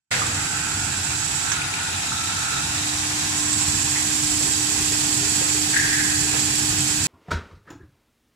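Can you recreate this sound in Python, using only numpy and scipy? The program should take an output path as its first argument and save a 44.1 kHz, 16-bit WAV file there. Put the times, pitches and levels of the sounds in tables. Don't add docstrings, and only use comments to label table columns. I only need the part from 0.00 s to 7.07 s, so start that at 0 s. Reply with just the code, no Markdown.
import sys
import numpy as np
from scipy import signal
from scipy.fft import rfft, irfft
from scipy.io import wavfile

SR = 44100
rng = np.random.default_rng(int(sys.argv[2]) if len(sys.argv) > 2 else 0)


def log_audio(samples):
    frames = np.atleast_2d(samples).T
    limited = np.clip(frames, -1, 1)
    pcm = np.round(limited * 32767).astype(np.int16)
    wavfile.write(sys.argv[1], SR, pcm)


N = 311787
TIME = np.arange(N) / SR
FREQ = np.maximum(np.arange(N // 2 + 1) * SR / N, 1)
PASS_S = 1.564

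# time_s, level_db
RUMBLE_LEVELS = [(0.2, -34.3), (1.0, -34.6), (1.6, -38.2), (2.25, -38.5), (2.6, -36.5), (3.9, -34),
                 (5.3, -35), (7.05, -32)]
# pitch_hz, relative_db
RUMBLE_COLOUR = [(20, -26), (45, -14), (70, -8.5), (95, 1), (110, -7.5), (135, -1), (185, -11.5),
                 (260, -11.5), (400, -20.5), (520, -37), (800, -59)]
# pitch_hz, left_relative_db, right_relative_db
HISS_COLOUR = [(150, -45, -45), (700, -28, -37), (1990, -21.5, -12), (3110, 0, -3), (3840, -3, -2.5),
               (4500, 0, 1), (5070, 3.5, 0), (5600, -6, 4), (6000, -1, 0), (6710, 4, 4.5), (8250, -5.5, -2),
               (9210, 1.5, -3.5), (10560, -4.5, -20.5), (12220, -14, -14.5), (15100, -17.5, -17)]
# pitch_hz, relative_db
WHISTLE_COLOUR = [(5500, -74), (6500, -11), (7100, -4), (7450, -0.5), (7780, 2), (8000, -1), (8350, -11.5),
                  (9500, -37), (12000, -55)]
# pitch_hz, width_hz, level_db, side_db, nearest_s, half_span_s
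DUCT_RINGS = [(167, 25, -46, -3, 2.23, 0.44), (395.5, 62, -46, -4.5, 5.4, 1.34),
              (884, 49, -47.5, 7, 1.5, 1.8), (1060, 140, -46.5, 4, 3.55, 0.86),
              (2680, 140, -48, -9, 2.1, 1.3), (3840, 400, -39.5, -4, 2.4, 0.96),
              (4540, 320, -42.5, -13.5, 5.9, 1.4), (5850, 440, -42, 15, 3.1, 1.26)]
# pitch_hz, relative_db
ROAR_COLOUR = [(60, -38), (200, -11), (400, -7.5), (560, -10.5), (720, -1), (860, 1), (1180, -4),
               (1600, 0.5), (2100, -1), (2480, 3.5), (2950, -6), (4000, -5.5), (8000, -56)]
# pitch_hz, level_db
MOTOR_WHINES = [(714, -53.5), (760, -58), (831, -61.5), (1053, -55.5), (1335, -62), (1448, -52.5),
                (1600, -51.5), (2481, -57)]
# pitch_hz, width_hz, relative_db
METAL_NOTES = [(1273, 43, 4), (1335, 12, 9.5), (1402, 33, 4), (1446, 5.5, 7.5), (1537, 11, 6.5),
               (1645, 18, 4), (1440, 240, 4.5)]
# peak_s, level_db, half_span_s
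STROKES = [(0.5, -39, 0.35), (1.54, -37, 0.1), (1.84, -41, 0.035), (2.48, -34.5, 0.13)]
# pitch_hz, width_octaves, relative_db, decay_s
CLANG_BANDS = [(1920, 3.1, -2, 0.8), (1900, 0.53, -0.5, 0.45), (544, 0.9, -13, 1)]
# start_s, level_db, pitch_hz, decay_s, side_db
STEEL_CLINKS = [(0.215, -24.5, 1280, 0.2, -3), (1.617, -21.5, 2480, 0.038, -9),
                (1.738, -23.5, 2500, .04, -13), (2.118, -24, 1370, .14, -5), (3.955, -25.5, 2000, .25, -2)]
# pitch_hz, width_octaves, relative_db, decay_s
CLACK_BANDS = [(1650, 1.2, 0, 0.027), (6400, 0.39, -3, 0.1), (1910, 1.9, -10.5, .3)]
# start_s, strength_db
FEEDER_THUDS = [(4.409, -32), (4.916, -32.5), (5.410, -31), (6.335, -31)]
# pitch_hz, width_octaves, relative_db, decay_s
THUD_BANDS = [(443, 0.95, 0.5, 0.14)]
# peak_s, force_db, length_s, side_db
METAL_SLIPS = [(5.743, -20, 0.018, 14), (5.768, -13.5, .014, 8), (5.789, -20, .008, -4),
               (5.799, -15.5, 0.005, 2), (5.99, -31, 0.03, -5)]
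# pitch_hz, relative_db
SCREECH_COLOUR = [(1400, -45), (1550, -7.5), (1605, -4), (1650, -6.5), (1725, -1), (1790, -16), (1840, 0),
                  (1890, -10), (1950, -10), (2100, -13.5), (2400, -19), (3000, -33)]


def from_db(db):
    return 10 ** (np.asarray(db) / 20)


def unit_level(x):
    return x / np.sqrt(np.mean(x ** 2) + 1e-20)


def drift(rate_hz):
    return unit_level(irfft(rfft(rng.standard_normal(N)) / (1 + (FREQ / rate_hz) ** 2), N))


def step(middle_s, edge_s):
    return .5 + .5 * np.tanh((TIME - middle_s) / edge_s)


def swell(peak_s, half_span_s):
    return np.exp(-.5 * ((TIME - peak_s) / half_span_s) ** 2)


def moving_in(far, near, start_s=1.58, end_s=5):
    way = np.clip((TIME - start_s) / (end_s - start_s), 0, 1)
    return far + (near - far) * np.sin(np.pi / 2 * way) ** 2


def pan(side_db):
    sides = from_db(np.array([[.5], [-.5]]) * side_db)
    return sides / np.sqrt(np.mean(sides ** 2, axis=0))


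def colour(table):
    hz, *columns = np.transpose(table)
    return np.array([from_db(np.interp(np.log(FREQ), np.log(hz), db)) for db in columns])


def resonance(hz, width_hz):
    return 1 / (1 + (2 * (FREQ - hz) / width_hz) ** 2) ** .75


def noise(gain, direct=0, lag_s=0, bass_hz=540):
    alike = (1 - direct) * np.sinc((FREQ / bass_hz) ** 2) + direct * np.exp(2j * np.pi * FREQ * lag_s)
    left, separate = rfft(rng.standard_normal((2, N)))
    right = alike * left + np.sqrt(np.maximum(1 - np.abs(alike) ** 2, 0)) * separate
    both = irfft(gain * np.array([left, right]), N)
    return both / both.mean(axis=0).std()


def pump(hum_hz=301, wobble_hz=0.58, throb_db=1.36, waver_db=1.35):
    rumble_db = np.interp(TIME, *np.transpose(RUMBLE_LEVELS))
    rumble = noise(colour(RUMBLE_COLOUR)) * from_db(rumble_db + throb_db * drift(8.7))
    phase = 2 * np.pi * np.cumsum(hum_hz + wobble_hz * drift(2.8)) / SR
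    phase = phase + moving_in(0, 0.75) * np.array([[0], [1]])
    hum_gain = moving_in(from_db(-44.5), from_db(-34)) * pan(moving_in(-1.5, 0))
    dip_db = 5.5 * swell(PASS_S + 0.45, 0.45)
    return rumble + np.sqrt(2) * np.sin(phase) * hum_gain * from_db(waver_db * drift(4) - dip_db)


def air_leaks(shade, treble_hz=9000):
    level_db = moving_in(-32.5, -27.5) - 2.5 * shade
    side_db = moving_in(-1.5, -3.4) + 9 * shade
    hiss = noise(colour(HISS_COLOUR), direct=0.14, lag_s=0.000704) * pan(side_db) * from_db(level_db)
    treble = irfft(rfft(hiss) / (1 + (treble_hz / FREQ) ** 8), N)
    return hiss + treble * (from_db(0.51 * (level_db - level_db.mean())) - 1)


def nozzle(shade, enter_s=3.38, loss_db_per_s=0.32, wander_s=0.9, sputter_db=0.3):
    since_s = TIME - enter_s
    wander_db = 0.8 * np.sin(2 * np.pi * since_s / wander_s)
    beam_db = step(enter_s, 0.061) * (5.5 - loss_db_per_s * since_s + wander_db)
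    whistle = noise(colour(WHISTLE_COLOUR), direct=0.42, lag_s=-0.000249) * pan(-29)
    return whistle * from_db(-32 + beam_db - 7 * shade + sputter_db * drift(50))


def passer_by(near_s=0.49, cover_s=0.06, clear_s=0.39, reflected=0.36):
    covered = step(PASS_S, cover_s)
    apart_s = np.abs(TIME - PASS_S)
    return covered * np.exp(-apart_s / clear_s) - (1 - covered) * reflected * np.exp(-apart_s / near_s)


def bar_echoes(sound, echo_db=-12.5, sway_s=.00004, count=3):
    out = sound.copy()
    for side in range(2):
        for lag_s in rng.uniform(0.001002, .008, count):
            echo_time = TIME - lag_s - sway_s * drift(0.55)
            out[side] += from_db(echo_db) * np.interp(echo_time, TIME, sound[side])
    return out


def air(flutter_db=0.55):
    shade = passer_by()
    return bar_echoes(air_leaks(shade) + nozzle(shade)) * from_db(flutter_db * drift(39))


def ducts(flutter_db=2.24):
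    out = 0
    for hz, width_hz, db, side_db, nearest_s, half_span_s in DUCT_RINGS:
        ring = noise(resonance(hz, width_hz)) * pan(side_db)
        out = out + ring * swell(nearest_s, half_span_s) * from_db(db + flutter_db * drift(28))
    return out


def factory(roar_db=-35.5, flutter_db=1.09, waver_db=2.5):
    surge_db = 4.5 * swell(peak_s=6.35, half_span_s=0.035)
    roar = noise(colour(ROAR_COLOUR), direct=0.19, lag_s=0.00063)
    roar *= from_db(roar_db + surge_db + flutter_db * drift(21))
    whines = 0
    for hz, db in MOTOR_WHINES:
        pitch_hz = hz * (1 + 0.001967 * drift(3.84))
        phase = 2 * np.pi * np.cumsum(pitch_hz) / SR + rng.uniform(0, np.pi, (2, 1))
        whines = whines + np.sqrt(2) * np.sin(phase) * from_db(db + waver_db * drift(5.9))
    return bar_echoes(roar) + whines


def rubbing(sink_hz_per_s=95, reach_hz=210, rough_db=1.2):
    light_touch = from_db(moving_in(-39.5, -57.5))
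    strokes = sum(from_db(db) * swell(peak_s, half_span_s) for peak_s, db, half_span_s in STROKES)
    centre_hz = np.maximum(1600 - sink_hz_per_s * TIME, 1385)
    ring = 0
    for hz, width_hz, db in METAL_NOTES:
        share = 1 / (1 + ((hz - centre_hz) / reach_hz) ** 2)
        ring = ring + noise(resonance(hz, width_hz), direct=0.34) * from_db(db) * share
    return unit_level(ring) * pan(-4.5) * (light_touch + strokes) * from_db(rough_db * drift(27))


def hit(start_s, db, bands, side_db):
    out = np.zeros((2, N + SR))
    age_s, start = TIME[:SR // 2], int(start_s * SR)
    for hz, octaves, band_db, decay_s in bands:
        edges_hz = np.minimum(hz * 2 ** (np.array([-.5, .5]) * octaves), SR / 2 - 1)
        band = signal.butter(2, edges_hz, "band", fs=SR, output="sos")
        ring = unit_level(signal.sosfilt(band, rng.standard_normal((2, len(age_s)))))
        out[:, start:start + len(age_s)] += ring * from_db(db + band_db - 60 * age_s / decay_s)
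    return pan(side_db) * out[:, :N]


def knocks(echo_db=-10):
    out = hit(start_s=0.112, db=-21.5, bands=CLANG_BANDS, side_db=-1.5)
    for start_s, db, hz, decay_s, side_db in STEEL_CLINKS:
        out += hit(start_s, db, [(hz, 0.27, 0, decay_s)], side_db)
    out += hit(start_s=1.518, db=-16, bands=CLACK_BANDS, side_db=-11)
    out += sum(hit(start_s, db, THUD_BANDS, side_db=-2) for start_s, db in FEEDER_THUDS)
    return out + from_db(echo_db) * hall(out)


def hall(sound, decay_s=1.3, dull_hz=4500, build_s=0.0065):
    envelope = from_db(-60 * TIME / decay_s) * (1 - np.exp(-TIME / build_s))
    tail = noise(1 / (1 + (FREQ / dull_hz) ** 2)) * envelope
    tail = tail[:, :2 * SR] / np.sqrt(np.sum(tail ** 2) / 2)
    return signal.fftconvolve(sound.mean(axis=0)[None], tail, axes=1)[:, :N]


def screech(drag_s=5.8, hold_s=0.26, rough_db=3.3, band_hz=(1480, 2450), echo_db=-4.5):
    drag = step(drag_s, 0.008) * (1 - step(drag_s + hold_s, 0.035))
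    force = pan(-4) * drag * from_db(-28.5 + rough_db * drift(60))
    for peak_s, db, length_s, side_db in METAL_SLIPS:
        force = force + pan(side_db) * from_db(db) * np.exp(-(2 * (TIME - peak_s) / length_s) ** 2)
    phase = np.angle(signal.hilbert(noise(colour(SCREECH_COLOUR))))
    body = signal.butter(2, band_hz, "band", fs=SR, output="sos")
    squeal = signal.sosfilt(body, force * np.sqrt(2) * np.cos(phase))
    return squeal + from_db(echo_db) * hall(squeal)


def scene():
    return pump() + air() + ducts() + factory() + rubbing() + knocks() + screech()


def record(dry, start_s=0.106, fade_s=0.012, cutoff_hz=15050):
    faded = dry * np.clip((TIME - start_s) / fade_s, from_db(-66), 1)
    return signal.sosfilt(signal.ellip(12, .1, 90, cutoff_hz, fs=SR, output="sos"), faded)


dry = scene()
out = record(dry)
log_audio(out)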